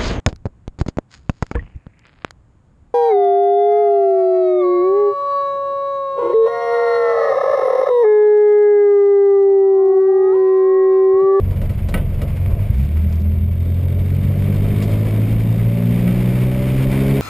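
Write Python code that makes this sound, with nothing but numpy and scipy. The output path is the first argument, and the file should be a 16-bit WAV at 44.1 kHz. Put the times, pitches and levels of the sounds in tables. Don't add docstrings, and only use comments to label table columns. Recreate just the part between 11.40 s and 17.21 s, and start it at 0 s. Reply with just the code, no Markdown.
import sys
import numpy as np
from scipy import signal
from scipy.fft import rfft, irfft, next_fast_len
from scipy.io import wavfile

SR = 44100
rng = np.random.default_rng(int(sys.argv[2]) if len(sys.argv) > 2 else 0)


def put_to_file(sound):
    columns = np.atleast_2d(sound).T
    safe = np.clip(columns, -1, 1)
    whole_steps = np.round(safe * 32767)
    wavfile.write(sys.argv[1], SR, whole_steps.astype(np.int16))


N = 256220
T = np.arange(N) / SR

# frequency_hz, level_db
FLOOR_SPECTRUM = [(180, -7), (250, 3), (300, -1), (345, 1), (410, -0.5), (500, 0.5), (590, 0.5), (690, -3),
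                  (780, -19), (1000, -14), (1500, -26)]
# frequency_hz, level_db
BAY_SPECTRUM = [(750, -1), (800, -3), (1050, -5.5), (1330, -9), (1550, -7), (1800, -9), (2000, -4.5),
                (2280, -2), (2550, -7.5), (3300, -11.5), (3700, -17.5), (4100, -19), (5100, -18),
                (6000, -24.5)]


def from_db(db):
    return 10 ** (np.asarray(db) / 20)


def rms_one(x):
    return x / np.sqrt(np.mean(x ** 2) + 1e-20)


def in_time(rows):
    time_s, *columns = np.transpose(rows)
    return [np.interp(T, time_s, column) for column in columns]


def under_load(idle, loaded, load):
    return idle + load * (loaded - idle)


def drift(rate_hz):
    hop = 40
    pole = np.exp(-2 * np.pi * rate_hz * hop / SR)
    white = rng.standard_normal(N // hop + 2002)
    slow = signal.lfilter([1], [1, -2 * pole, pole * pole], white)[2000:]
    return np.interp(np.arange(N) / hop, np.arange(len(slow)), rms_one(slow))


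def coloured(x, spectrum):
    hz, db = np.transpose(spectrum)
    size = next_fast_len(N)
    octave, points = np.log2(np.fft.rfftfreq(size, 1 / SR) + 1), np.log2(hz)
    beyond = np.abs(octave - np.clip(octave, points[0], points[-1]))
    gain = from_db(np.interp(octave, points, db) - 30 * beyond)
    return rms_one(irfft(rfft(x, size) * gain, size)[:N])


def noise(spectrum):
    return coloured(rng.standard_normal(N), spectrum)


def band(x, low_hz, high_hz):
    return signal.sosfilt(signal.butter(2, [low_hz, high_hz], "band", fs=SR, output="sos"), x + 1e-18)


def clicks_at(start_s, db):
    hits = np.zeros(N)
    hits[(np.asarray(start_s) * SR).astype(int)] = from_db(db)
    return hits


def blows(start_s, db, t60_s):
    return signal.lfilter([1], [1, -from_db(-60 / (t60_s * SR))], clicks_at(start_s, db) + 1e-18)


def ring(clicks, hz, t60_s):
    decay, angle = from_db(-60 / (t60_s * SR)), 2 * np.pi * hz / SR
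    return signal.lfilter([0, np.sin(angle)], [1, -2 * decay * np.cos(angle), decay ** 2], clicks + 1e-18)


def resonance_db(hz, centre_hz, width_hz, lift_db):
    return lift_db / (1 + (2 * (hz - centre_hz) / width_hz) ** 2)


def unlike_noise():
    # frequency_hz, level_db
    side_spectrum = [(15, -32), (25, -0.5), (157, -3), (579, -20), (1000, -20), (2040, -34), (3620, -38),
                     (4990, -35), (6000, -45), (7800, -79), (13200, -120)]
    return from_db(-55.5) * noise(side_spectrum)


def bumps_db():
    # centre_s, half_length_s, added_shake_db, added_roar_db
    bumps = [(0.143, 0.075, 1, 4), (1.14, .09, 6, 7), (2.52, 0.099, 8, 3), (3.248, 0.19, 4.5, 1.5),
             (3.7, 0.19, 5, 2), (4.748, 0.15, 5, 3.5), (5.62, 0.28, 4, 3.5)]
    centre_s, half_length_s, shake_db, roar_db = np.transpose(bumps)
    swell = np.exp(-((T[:, None] - centre_s) / half_length_s) ** 2)
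    return swell @ shake_db, swell @ roar_db


def road(drone_db, bump_shake_db, bump_roar_db):
    # frequency_hz, level_db
    shake_spectrum = [(12, -10), (22, -15), (32, 7), (48, 2.5), (70, -8), (110, 1.5), (200, -92)]
    # frequency_hz, level_db
    boom_spectrum = [(35, -28), (55, 9), (80, -7), (125, 3.5), (160, -9.5), (200, 4), (240, -12.5),
                     (300, -22), (500, -55)]
    shake_db = np.interp(T, [1.25, 1.6], [-22, -31]) + bump_shake_db
    shake = from_db(shake_db) * noise(shake_spectrum)
    boom_db = np.interp(T, [1.2, 1.6, 3.2, 5.7], [-31, -28, -25.5, -33])
    boom = from_db(boom_db + 2 * drift(4.4)) * noise(boom_spectrum)
    roar_db = drone_db + bump_roar_db + np.interp(T, [2.5, 5.5], [-1.5, -4])
    roar = from_db(roar_db + drift(16)) * noise(FLOOR_SPECTRUM)
    return shake + boom + roar


def fan(beats, rush_db):
    pulsing = 1 + 0.051 * np.cos(2 * np.pi * beats) + 0.017 * np.cos(4 * np.pi * beats)
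    return noise(BAY_SPECTRUM) * pulsing * from_db(rush_db + 0.6 + 1.87 * drift(19))


def valves(beats, rush_db):
    tap_count = np.floor(2 * beats).astype(int)
    rocker_db = 3 * rng.standard_normal(6)[tap_count % 6]
    taps = np.diff(tap_count, prepend=0) * from_db(rocker_db + 2.1 * rng.standard_normal(N))
    bay_tail = rng.standard_normal(N // 200) * from_db(-60 * T[:N // 200] / .02)
    clatter = coloured(signal.fftconvolve(taps, bay_tail)[:N], BAY_SPECTRUM)
    return from_db(rush_db - 5.5) * clatter


def panel_rattle(beats, load, drone_db, bump_shake_db):
    # pitch_hz, level_db, t60_s
    panel_modes = [(2050, 4, 0.01), (2288, 4.5, 0.029), (2500, -20.5, 0.017), (2770, -0.5, 0.04),
                   (3136, -3, 0.054), (3378, 1.5, 0.023), (3644, 6, 0.025), (4180, -2.5, 0.018),
                   (4200, -12, 0.016), (4764, -10.5, 0.03), (4850, -6, 0.023), (5700, -12, 0.013)]
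    touches_per_s = 400 * (1 + np.cos(2 * np.pi * beats)) * from_db(2.7 * drift(13))
    start_s = np.flatnonzero(rng.random(N) < touches_per_s / SR) / SR
    force_db = rng.uniform(-4, 3.6, len(start_s))
    chatter = 0
    for hz, mode_db, t60_s in panel_modes:
        uneven_db = rng.uniform(-6.5, 2.4, len(start_s))
        chatter += ring(clicks_at(start_s, force_db + mode_db + uneven_db), hz, t60_s)
    level_db = drone_db + under_load(-25.5, -16, load) + 0.18 * bump_shake_db
    return from_db(level_db) * rms_one(chatter)


def trim_ticks():
    # start_s, level_db
    ticks = [(1.3473, -36), (1.3836, -34), (1.3972, -40), (1.4155, -37), (1.4284, -39), (1.4514, -35),
             (1.727, -29), (1.7575, -33), (1.805, -34), (1.8186, -33)]
    start_s, level_db = np.transpose(ticks)
    rebound = clicks_at(start_s + rng.uniform(.003, .009, len(start_s)), level_db + 8)
    return band(clicks_at(start_s, level_db + 12) + rebound, 2800, 7500)


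def gear_lever():
    # start_s, level_db, thud_offset_db, edge_offset_db
    clunks = [(0.109, -35, 12, -21), (0.1612, -38, 1, -26), (0.215, -31.5, 13, -23),
              (0.2943, -31, 8, -21.5), (0.4866, -30, 9, -15.5), (0.5407, -11, -3.5, -37),
              (0.5752, -25, 0, -35), (0.686, -47, 4, -27), (0.816, -25, 9, -23.5), (1.5698, -31, -6, -33),
              (2.256, -38.5, 13, -30), (2.737, -38, 9, -26), (2.8378, -30.5, -22, -25),
              (3.4246, -34.5, -4, -6), (3.5073, -46, -2, -13), (4.6767, -22.5, -2, -36)]
    # frequency_hz, level_db
    crack_spectrum = [(180, 38), (400, -16), (800, 5.5), (1400, -1), (2200, 2.5), (3100, 3), (3700, -8.5),
                      (5000, -36), (6000, -35)]
    # pitch_hz, level_db, t60_s
    linkage_modes = [(590, -20, 0.23), (966, -9, 0.063), (1294, -2.5, 0.16), (1510, -1.5, 0.11),
                     (1944, 4.5, 0.051), (2040, -5.5, 0.15), (2245, 5, 0.047), (2820, -3.5, 0.07),
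                     (3730, -7.5, .03)]
    start_s, level_db, thud_db, edge_db = np.transpose(clunks)
    snap = blows(start_s, level_db - 9.5, t60_s=0.1)
    tail = blows(start_s, level_db - 12, t60_s=0.39)
    crack = (snap + tail) * noise(crack_spectrum)
    metal = sum(ring(clicks_at(start_s + 0.001094, level_db + mode_db - 14.5), hz, t60_s)
                for hz, mode_db, t60_s in linkage_modes)
    thud = blows(start_s + 0.004, level_db + thud_db - 10, t60_s=0.24) * noise(FLOOR_SPECTRUM)
    edge = rms_one(band(rng.standard_normal(N), 2470, 5600))
    scrape = blows(start_s, level_db + edge_db + 5, t60_s=0.12) * edge
    return crack + metal + thud + scrape


def cab_lift_db(hz):
    # centre_hz, width_hz, lift_db
    cab_resonances = [(66, 12, 5), (135, 25, 4), (201, 24, 19), (272, 22, 4), (320, 18, 3), (372, 24, 6),
                      (408, 20, 11), (472, 20, 5), (538, 22, 6), (577, 24, 15)]
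    return sum(resonance_db(hz, *row) for row in cab_resonances)


def engine_order(beats, multiple, level_db, waver_db):
    gain = np.sqrt(2) * from_db(level_db + waver_db * drift(12.5))
    return gain * np.cos(2 * np.pi * (multiple * beats + rng.random()))


def lope(beats, beat_hz, drone_db):
    out = 0
    for multiple in [k / 3 for k in range(2, 30) if k % 3]:
        level_db = drone_db - 15 - 1.2 * multiple + 0.87 * cab_lift_db(multiple * beat_hz)
        out += engine_order(beats, multiple, level_db, waver_db=5)
    return out


def chug(load, depth_db=1.8):
    return from_db((1 - load) * depth_db * drift(rate_hz=20))


def exhaust(beats, beat_hz, load, drone_db, idle_waver_db=3):
    # beat_multiple, idle_db, load_db, load_waver_db
    strong_orders = [(2, -36, -18, 1.67), (3, -31.5, -41, 1.5), (4, -23.5, -43, 2)]
    # beat_multiple, centre_hz, width_hz, lift_db
    booms = [(2, 78.53, 13, 3), (2, 110.4, 7.1, 2), (3, 85, 3.3, 27.5), (3, 143.9, 42.2, 18),
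             (3, 180.7, 21.4, 17), (3, 202, 15.1, 13), (4, 138, 24, 18.5), (4, 201.3, 28.2, 17),
             (4, 236, 16, 12.5), (4, 269, 26.8, 17.5)]
    # beat_multiple, idle_db, load_db
    weak_orders = [(1, 3, -4), (5, -10, -6.5), (6, 5, -8), (7, 0, -13.5), (8, -13, -16), (9, -21, -15),
                   (10, -17, -17), (11, -18, -21), (12, -20, -21), (13, -22, -25), (15, -24, -26)]
    out = 0
    for multiple, idle_db, load_db, load_waver_db in strong_orders:
        lift_db = sum(resonance_db(multiple * beat_hz, *row) for order, *row in booms if order == multiple)
        level_db = under_load(idle_db, load_db, load) + lift_db
        out += engine_order(beats, multiple, level_db, under_load(idle_waver_db, load_waver_db, load))
    for multiple, idle_db, load_db in weak_orders:
        level_db = drone_db + under_load(idle_db, load_db, load) + cab_lift_db(multiple * beat_hz)
        out += engine_order(beats, multiple, level_db - .3, waver_db=1.4)
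    return out


def scene():
    # time_s, beat_hz
    beat_curve = [(0.0, 22.94), (0.3, 23.28), (0.4, 22.27), (0.5, 22.36), (1.17, 22.48), (1.25, 24.93),
                  (1.36, 31.7), (1.41, 33.7), (1.49, 37.5), (1.57, 38.89), (2.04, 41.78), (2.57, 44.7),
                  (3.54, 52.59), (4.32, 57.32), (4.48, 58.55), (5.77, 68.3)]
    # time_s, drone_db, fan_rush_db
    effort_curve = [(0.0, -36.5, -51), (0.26, -38.5, -49), (0.74, -35.5, -49), (0.86, -34.5, -50),
                    (1.02, -38.5, -46.5), (1.54, -38.5, -49), (2.09, -41.5, -52.5), (2.36, -37.5, -52),
                    (2.73, -36.5, -47.5), (3.35, -30.5, -41), (3.7, -31, -41.5), (3.96, -32.5, -44),
                    (4.24, -34, -44.5), (4.69, -32, -40), (5.05, -31, -40.5), (5.4, -30.5, -39),
                    (5.81, -28, -36)]
    beat_hz, = in_time(beat_curve)
    drone_db, rush_db = in_time(effort_curve)
    drone_db -= 1
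    load = np.interp(T, [1.247, 1.355], [0, 1])
    bump_shake_db, bump_roar_db = bumps_db()
    beats = np.cumsum(beat_hz * (1 + .0016 * drift(12))) / SR
    cab = chug(load) * exhaust(beats, beat_hz, load, drone_db) + lope(beats, beat_hz, drone_db)
    cab += road(drone_db, bump_shake_db, bump_roar_db)
    cab += fan(beats, rush_db) + valves(beats, rush_db)
    cab += panel_rattle(beats, load, drone_db, bump_shake_db) + gear_lever() + trim_ticks()
    side = unlike_noise()
    return np.array([cab + side, cab - side])


def record(dry, cutoff_hz=15300):
    sampled = signal.resample_poly(dry, 40, 147, axis=1)
    held = np.repeat(sampled, 4, axis=1)
    fizzy = signal.resample_poly(held, 147, 160, axis=1)[:, :N]
    return signal.sosfilt(signal.ellip(12, .1, 80, cutoff_hz, fs=SR, output="sos"), fizzy)


dry = scene()
out = record(dry)
put_to_file(out)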